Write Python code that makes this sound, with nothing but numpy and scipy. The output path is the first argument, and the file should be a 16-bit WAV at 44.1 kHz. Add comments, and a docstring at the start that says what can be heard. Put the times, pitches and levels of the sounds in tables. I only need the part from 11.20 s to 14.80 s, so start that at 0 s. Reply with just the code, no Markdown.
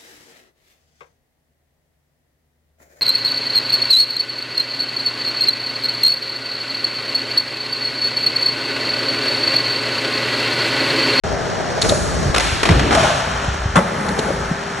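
"""Ventilation hums in a big reverberant hall as a skateboard rolls along, its wheels excited by the
floor's roughness; a hand-held camera carried after it adds dull thumps. At 0.6 s the wheels snap over
a seam, and at 1.15 s the rider pops a flip, the impacts ringing the deck. Near 1.5 s the board lands
on a hollow ledge, which booms, then slides along it with a groan and hiss of friction. At 2.56 s it
slams down on the floor and rolls away."""
import sys
import numpy as np
from scipy import signal
from scipy.fft import rfft, irfft, next_fast_len
from scipy.io import wavfile
from scipy.ndimage import map_coordinates

SR = 44100
rng = np.random.default_rng(int(sys.argv[2]) if len(sys.argv) > 2 else 0)


def wrap_up_sound(samples):
    """Save the sound to the file named by the first command line argument, as 16-bit audio."""
    columns = np.atleast_2d(samples).T
    # keep every value between -1 and 1, then stretch to whole-number steps
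    tamed = np.clip(columns, -1, 1)
    steps = np.round(tamed * 32767).astype(np.int16)
    wavfile.write(sys.argv[1], SR, steps)


N = 158760

# spectrum of the ventilation's air flow (frequency [Hz], level [dB])
AIR_SPECTRUM = [(40, -10.5), (150, -0.5), (300, -8), (1000, -8.5), (1700, -1.5), (2700, -13.5), (4300, -16),
                (6000, -17), (9000, -31.5)]
# tones of the fans (frequency [Hz], level [dB])
FAN_TONES = [(398.4, -38.5), (656.8, -43)]

# envelopes of rolling on paint, on concrete and after the landing (time [s], level [dB])
PAINT_ENVELOPE = [(0, -26.5), (.62, -26), (.7, -58)]
CONCRETE_ENVELOPE = [(.6, -69), (.64, -18), (.8, -25), (1.12, -25), (1.28, -50)]
RUNOUT_ENVELOPE = [(2.55, -64), (2.6, -23), (2.75, -25), (2.88, -22.5), (3.1, -25), (3.25, -30.5),
                   (3.6, -36.5)]
# spectra of rolling on the same three stretches (frequency [Hz], level [dB])
PAINT_SPECTRUM = [(60, -23.5), (150, 0), (280, -14), (420, -0.5), (650, 2.5), (1050, -11), (1600, -9.5),
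                  (2500, -23), (5500, -19), (9000, -32.5)]
CONCRETE_SPECTRUM = [(50, -1.5), (150, 1.5), (290, -9.5), (410, -2), (620, -3.5), (950, -17.5),
                     (1300, -9.5), (2500, -24.5), (5600, -18.5), (9000, -28.5)]
RUNOUT_SPECTRUM = [(60, -10), (140, -2.5), (190, 5), (320, -17), (500, -0.5), (1100, -7), (1900, -5.5),
                   (3200, -31), (6000, -37), (9000, -22.5)]
# resonances of the deck under the rider's load (frequency [Hz], bandwidth [Hz], level [dB])
LOADED_DECK_RESONANCES = [(190.4, 57, 8.5), (534, 48, 6), (851, 16.5, 7), (1527, 230, 1.5)]

# handling thumps (time [s], relative level [dB], starting frequency [Hz])
THUMPS = [(0.047, -18.5, 160), (1.056, -14.5, 158), (1.078, -17, 161), (1.097, -12.5, 97),
          (1.324, -19, 129), (2.282, -15, 127), (2.458, -13.5, 128), (3.313, -14.5, 217)]
# envelope of the handling rumble (time [s], level [dB])
RUMBLE_ENVELOPE = [(0, -28.5), (.58, -52.5), (.66, -31), (1.15, -29), (1.5, -31), (2.0, -32.5), (2.5, -26),
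                   (2.7, -38), (3.3, -30), (3.6, -56)]
# spectrum of that rumble (frequency [Hz], level [dB])
RUMBLE_SPECTRUM = [(25, -11), (40, -22), (55, 0.5), (90, -6), (150, -30.5), (300, -23), (1000, -79.5)]

# wheels crossing floor seams (time [s], level [dB])
SEAM_CROSSINGS = [(0.6153, -4), (0.6217, -9.5), (.690, -4.5), (.696, -17), (2.885, -19), (2.987, -16)]
# impacts of tail, wheels and trucks
# (time [s], level [dB], tilt [dB/octave], t60 [s], relative reverberation level [dB])
CLACKS = [(.647, -17, -3.5, 0.054, -18), (1.143, -12, -3.5, 0.048, -19), (1.1469, -7.5, 0, 0.024, -9),
          (1.161, -12, -0.5, 0.1, -5), (1.1811, -2, 2, 0.018, -2.5), (1.198, -9.5, 0.5, 0.026, -1),
          (1.2049, -10, 1, 0.031, -5), (1.431, -8, -1.5, 0.051, -3), (1.453, -12, -2, 0.11, -7.5),
          (1.489, -6.5, -3.5, 0.042, -10.5), (1.507, -16, -2, 0.1, -7.5), (1.594, -11, -3, 0.057, -3),
          (1.708, -9.5, -4, 0.035, -13), (1.726, -16.5, 0, 0.083, -3.5), (1.749, -10, 1.5, 0.062, -1.5),
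          (1.832, -15.5, 2, 0.035, -7), (2.99, -19, 2, 0.056, -7)]
# spectrum of a clack before its tilt (frequency [Hz], level [dB])
CLACK_SPECTRUM = [(350, -3), (1300, 0.5), (2300, 0.5), (4000, -3.5), (8000, -12.5)]
# modes of the struck deck (frequency [Hz], level [dB], t60 [s])
DECK_MODES = [(175, 2.5, 0.15), (540, -8, 0.1), (886, -11, 0.16), (1115, -8, 0.069), (1510, -10, 0.087),
              (2023, -5, 0.08), (3430, -7.5, 0.044)]
# hollow knocks of the board on the floor (time [s], level [dB], frequency [Hz])
KNOCKS = [(.647, -13, 542), (.720, -3.5, 598), (1.169, -12.5, 1327), (1.183, -14, 720), (2.584, -3, 556),
          (2.988, -8.5, 442), (3.082, -11.5, 535), (3.104, -11, 554)]

# modes of the hollow ledge, struck in turn (time [s], level [dB], frequency [Hz], t60 [s])
BOOMS = [(1.493, 1, 167.4, 0.13), (1.505, -4.5, 89.4, 0.19), (1.539, -5.5, 60.3, 0.25),
         (1.565, -8, 136.4, 0.18)]
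# envelope of the boom's noisy tail (time [s], level [dB])
BOOM_ENVELOPE = [(1.42, -32.5), (1.48, -21), (1.51, -15.5), (1.6, -21), (1.7, -19.5), (1.85, -26.5),
                 (2, -65)]
# spectrum of that tail (frequency [Hz], level [dB])
BOOM_SPECTRUM = [(35, -14), (64, -4.5), (200, -7.5), (430, -8.5), (1200, -27), (4000, -57.5)]
# envelopes of the slide's scrape, groan and hiss (time [s], level [dB])
SCRAPE_ENVELOPE = [(1.7, -33), (1.72, -14), (1.76, -18), (1.83, -17.5), (1.92, -20.5), (2.1, -26),
                   (2.33, -28), (2.45, -32)]
GROAN_ENVELOPE = [(1.73, -41.5), (1.77, -17.5), (1.83, -20.5), (1.87, -29), (1.905, -16.5), (1.97, -28.5),
                  (2.1, -45.5)]
HISS_ENVELOPE = [(1.7, -47.5), (1.75, -37.5), (1.9, -30.5), (2.1, -48), (2.3, -36.5), (2.52, -58.5)]
# spectra of the scrape and the hiss (frequency [Hz], level [dB])
SCRAPE_SPECTRUM = [(40, -24), (140, -1), (330, -17), (720, -2.5), (1000, -8.5), (1500, -6.5), (2100, -22),
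                   (4500, -28), (6000, -23.5), (9000, -33)]
HISS_SPECTRUM = [(1200, -15), (2300, -1), (3300, 8), (4300, -7), (6500, 0.5), (9000, -22)]
# resonances of the rubbed ledge (frequency [Hz], bandwidth [Hz], level [dB])
LEDGE_RESONANCES = [(151, 87, -2.5), (667, 55, 6), (1410, 37, -13), (2405, 90, -4.5), (3110, 72, -6.5)]

# wheel impacts of the landing (time [s], level [dB])
LANDING_IMPACTS = [(2.556, -7.5), (2.559, -6), (2.5658, -8), (2.576, -8.5), (2.588, -13)]
# spectrum of each such impact (frequency [Hz], level [dB])
LANDING_SPECTRUM = [(70, -27), (190, 1), (350, -8.5), (800, -6), (1400, -5.5), (2400, -17.5), (3400, -20),
                    (4200, -28.5), (9000, -28)]

# reverberation time of the hall (frequency [Hz], t60 [s])
HALL_T60 = [(100, 0.63), (500, 1.16), (2500, 2.13), (8000, 1.26)]
# mid gain, notched where left and right fall out of phase (frequency [Hz], gain [dB])
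MID_GAIN = [(4550, 1), (4850, -17.5), (5150, 2.5), (8200, 1), (8800, -21)]
# side gain, which sets the stereo width (frequency [Hz], gain [dB])
SIDE_GAIN = [(60, -14), (120, -9), (220, -7.5), (600, -4), (1150, 2), (1500, -5.5), (2000, -26),
             (3300, -8.5), (4800, 3), (6000, -14.5), (8000, 5.5)]
# further side gain of the bass, which narrows as the board comes close (time [s], gain [dB])
BASS_WIDTH = [(1.35, 7), (1.55, 0.5), (2.55, -40), (2.7, -8)]
# stereo balance (frequency [Hz], left minus right level [dB])
BALANCE = [(200, 0.5), (600, 2.5), (1050, 2.5), (2200, 0.5)]
# microphone response ahead of its treble cutoff (frequency [Hz], gain [dB])
MIC_RESPONSE = [(22, -2), (45, -0.5), (9300, -1), (10200, 4)]


def amp(db):
    """Amplitude ratio of a level in decibels."""
    return 10 ** (np.asarray(db) / 20)


def along(points, hz):
    """Interpolation of (frequency, value) points on a logarithmic frequency axis."""
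    freqs, values = np.transpose(points)
    return np.interp(np.log(hz + 1), np.log(freqs + 1), values)


def envelope(rows):
    """Gain per sample, interpolated in decibels between (time, level) rows."""
    times, db = np.transpose(rows)
    return amp(np.interp(np.arange(N) / SR, times, db))


def unit(x):
    """Normalisation to rms 1."""
    return x / np.sqrt(np.mean(x ** 2) + 1e-20)


def wobble(rate):
    """Smooth random modulation: a spline through rate Gaussian knots a second."""
    return map_coordinates(rng.standard_normal(int(N * rate / SR) + 4), [np.arange(N) * rate / SR])


def filtered(x, response):
    """Linear filtering: the spectrum of x is multiplied by a frequency response."""
    size = x.shape[-1]
    padded = next_fast_len(size + SR // 10)
    return irfft(rfft(x, padded) * response(np.fft.rfftfreq(padded, 1 / SR)), padded)[..., :size]


def coloured(x, spectrum, tilt_db=0):
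    """Spectral shaping with a tilt per octave and a second-order roll-off below the lowest point."""
    roll_off = lambda hz: np.minimum(hz / spectrum[0][0], 1) ** 2
    return filtered(x, lambda hz: amp(along(spectrum, hz) + tilt_db * np.log2(hz + 1)) * roll_off(hz))


def noise(spectrum, size=N, tilt_db=0):
    """Coloured Gaussian noise of rms 1, uncorrelated between mid and side."""
    return unit(coloured(rng.standard_normal((2, size)), spectrum, tilt_db))


def add(track, start_s, sound):
    """Superposition of a sound on a track from start_s onward."""
    part = track[..., round(start_s * SR):][..., :sound.shape[-1]]
    part += sound[..., :part.shape[-1]]


def strike(t, attack_s, t60):
    """Envelope of a damped vibration: a quick rise and an exponential decay of 60 dB in t60."""
    return (1 - np.exp(-t / attack_s)) * amp(-60 * t / t60)


def mode(t, hz, attack_s, t60):
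    """Free vibration of one mode: a damped sinusoid."""
    return strike(t, attack_s, t60) * np.sin(2 * np.pi * hz * t)


def centred(x):
    """A source in phase in both channels: all mid, no side."""
    return np.array([x, np.zeros_like(x)])


def hall_response():
    """Impulse response of a diffuse field: fresh noise, each frequency decaying at its own rate."""
    hz, t, bands = signal.stft(rng.standard_normal((2, SR * 3 // 2)), SR, nperseg=256)
    decay = strike(t, 0.017, along(HALL_T60, hz)[:, None])
    response = signal.istft(bands * decay, SR, nperseg=256)[1]
    return response / np.linalg.norm(response[0])


def reverberation(x):
    """Convolution of the mid signal with the hall's impulse response."""
    return signal.fftconvolve(x[:1], hall_response(), axes=1)[:, :N]


def ventilation():
    """Broadband flow noise plus fan tones, randomly modulated in level and phase."""
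    t = np.arange(N) / SR
    hum = sum(amp(db + 3 * wobble(6)) * np.sqrt(2) * np.sin(2 * np.pi * hz * t + .7 * wobble(9))
              for hz, db in FAN_TONES)
    return amp(-30) * noise(AIR_SPECTRUM) + centred(hum)


def contact_noise(spectrum, resonances, ring_db, grains_per_s, grit_db, judder_db, judder_hz):
    """Forced vibration: a juddering force from roughness and single grains drives a resonant body."""
    def body(hz):
        return sum((-1) ** k * amp(db) * 1j * hz * width / (centre ** 2 - hz ** 2 + 1j * hz * width)
                   for k, (centre, width, db) in enumerate(resonances))

    grains = (rng.random(N) < grains_per_s / SR) * rng.standard_normal((2, N))
    roughness = rng.standard_normal((2, N)) + amp(grit_db) * unit(grains)
    force = roughness * amp(judder_db * wobble(judder_hz))
    return unit(unit(coloured(force, spectrum)) + amp(ring_db) * unit(filtered(force, body)))


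def rolling():
    """Roughness excites wheels and deck on smooth paint, on bare concrete and after the landing."""
    paint = contact_noise(PAINT_SPECTRUM, LOADED_DECK_RESONANCES, ring_db=-18.5,
                          grains_per_s=720, grit_db=-4.5, judder_db=2, judder_hz=41.7)
    concrete = contact_noise(CONCRETE_SPECTRUM, LOADED_DECK_RESONANCES, ring_db=-14,
                             grains_per_s=920, grit_db=-10.5, judder_db=-1.5, judder_hz=100)
    runout = contact_noise(RUNOUT_SPECTRUM, LOADED_DECK_RESONANCES, ring_db=2,
                           grains_per_s=400, grit_db=-8, judder_db=1.4, judder_hz=40)
    return (envelope(PAINT_ENVELOPE) * paint + envelope(CONCRETE_ENVELOPE) * concrete
            + envelope(RUNOUT_ENVELOPE) * runout)


def handling_noise():
    """Structure-borne sound of the carried camera: low rumble and damped thumps of sinking pitch."""
    thumps, t = np.zeros(N), np.arange(SR // 5) / SR
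    for start_s, db, hz in THUMPS:
        cycles = np.cumsum(hz / (1 + t / 0.024)) / SR  # an octave down after 24 ms
        add(thumps, start_s, amp(db + 10) * strike(t, 0.0022, t60=0.046) * np.sin(2 * np.pi * cycles))
    rumble = envelope(RUMBLE_ENVELOPE) * amp(wobble(7.6)) * noise(RUMBLE_SPECTRUM)
    return centred(thumps) + rumble


def seam_snaps():
    """A seam excites each wheel impulsively: a falling chirp and a hiss, whose treble reverberates."""
    out, t = np.zeros((2, N)), np.arange(SR // 20) / SR
    start_hz, peak_hz, peak_s, width_s = 7100, 4125, .006, 0.00082
    hz = start_hz * (peak_hz / start_hz) ** np.minimum((t / peak_s) ** 2, 3.3)
    swell = np.exp(-((t - peak_s) / width_s) ** 2) + 0.25 * strike(t, 0.00053, t60=0.044)
    chirp = centred(swell * np.sin(2 * np.pi * np.cumsum(hz) / SR))
    for start_s, db in SEAM_CROSSINGS:
        hiss = strike(t, 0.0034, t60=0.045) * noise([(900, 3.6), (4000, 7), (8000, 3.8)], len(t))
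        add(out, start_s, amp(db) * (chirp + amp(-2.5) * hiss))
    treble = filtered(out, lambda f: amp(along([(3500, -22), (6000, -3)], f)))
    return out + amp(3) * reverberation(treble)


def clacks():
    """Hard impacts radiate broadband cracks and excite the deck's upper modes; reflections follow."""
    out, t = np.zeros((2, N)), np.arange(SR // 5) / SR
    reflection_delay_s = .016
    for start_s, db, tilt_db, t60, hall_db in CLACKS:
        ring = sum(amp(mode_db + rng.normal(0, 3.8)) * mode(t, hz, 0.0012, mode_t60)
                   for hz, mode_db, mode_t60 in DECK_MODES[1:])
        crack = amp(db) * strike(t, 0.00076, t60) * noise(CLACK_SPECTRUM, len(t), tilt_db)
        wash = coloured(hall_response(), CLACK_SPECTRUM, tilt_db)
        wash *= np.linalg.norm(crack[0]) / np.linalg.norm(wash[0])
        add(out, start_s, crack + amp(db - 13.5) * centred(ring))
        add(out, start_s + reflection_delay_s, amp(hall_db + 4.5) * wash)
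    return out


def hollow_knocks():
    """A wheel dropping into a dip, or the tail striking the floor, excites a heavily damped resonance."""
    out, t = np.zeros((2, N)), np.arange(SR // 5) / SR
    for start_s, db, hz in KNOCKS:
        tone = centred(np.sin(2 * np.pi * hz * t))
        thud = noise([(150, 1), (700, -1), (2000, -29.5), (6000, -37)], len(t))
        add(out, start_s, amp(db) * strike(t, 0.0022, t60=0.054) * (tone + amp(-6) * thud))
    return out + amp(-4.5) * reverberation(out)


def ledge_boom():
    """The board's impact sets the hollow ledge's low modes in free vibration, with a noisy tail."""
    boom, t = np.zeros(N), np.arange(SR // 2) / SR
    for start_s, db, hz, t60 in BOOMS:
        add(boom, start_s, amp(db) * mode(t, hz, 0.0077, t60))
    return centred(boom) + envelope(BOOM_ENVELOPE) * noise(BOOM_SPECTRUM)


def ledge_slide():
    """Sliding friction drives the ledge: it scrapes and hisses, and its main resonance groans."""
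    contact = contact_noise(SCRAPE_SPECTRUM, LEDGE_RESONANCES, ring_db=-7,
                            grains_per_s=500, grit_db=-1.5, judder_db=1.5, judder_hz=64)
    scrape = envelope(SCRAPE_ENVELOPE) * contact
    groan_hz = 652 * (1 + .07 * wobble(110))
    unsteady_tone = amp(5.9 * wobble(90)) * np.sin(2 * np.pi * np.cumsum(groan_hz) / SR)
    groan = centred(envelope(GROAN_ENVELOPE) * unit(unsteady_tone))
    hiss = envelope(HISS_ENVELOPE) * amp(1.8 * wobble(45)) * noise(HISS_SPECTRUM)
    return scrape + groan + hiss + amp(-9.5) * reverberation(scrape + groan)


def landing():
    """The wheels strike in quick succession; the rider's sudden load excites the deck's modes."""
    out, t = np.zeros((2, N)), np.arange(SR // 2) / SR
    for start_s, db in LANDING_IMPACTS:
        add(out, start_s, amp(db) * strike(t, 0.00054, t60=0.055) * noise(LANDING_SPECTRUM, len(t)))
    ring = sum(amp(db) * mode(t, hz, 0.0041, t60) for hz, db, t60 in DECK_MODES)
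    load_s = LANDING_IMPACTS[2][0]
    add(out, load_s, amp(-5.5) * centred(ring))
    return out + amp(-13.5) * reverberation(out)


def scene():
    """Superposition of all sources in mid and side; their sum and difference give left and right."""
    mid, side = (ventilation() + rolling() + handling_noise() + seam_snaps() + clacks()
                 + hollow_knocks() + ledge_boom() + ledge_slide() + landing())
    mid = filtered(mid, lambda hz: amp(along(MID_GAIN, hz)))
    side = filtered(side, lambda hz: amp(along(SIDE_GAIN, hz)))
    side_bass = filtered(side, lambda hz: 1 / (1 + (hz / 350) ** 6))
    side += (envelope(BASS_WIDTH) - 1) * side_bass
    stereo = np.array([mid + side, mid - side])
    return filtered(stereo, lambda hz: amp(np.outer([.5, -.5], along(BALANCE, hz))))


def record(dry):
    """After a brief silence, soft saturation rounds the peaks and a steep low-pass cuts the top octave."""
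    silence_s, ceiling, cutoff_hz = .037, .92, 10200
    gated = dry * (np.arange(N) > silence_s * SR)
    rounded = gated / (1 + np.abs(gated / ceiling) ** 6) ** (1 / 6)
    return filtered(rounded, lambda hz: amp(along(MIC_RESPONSE, hz)) / (1 + (hz / cutoff_hz) ** 80))


dry = scene()
out = record(dry)
wrap_up_sound(out)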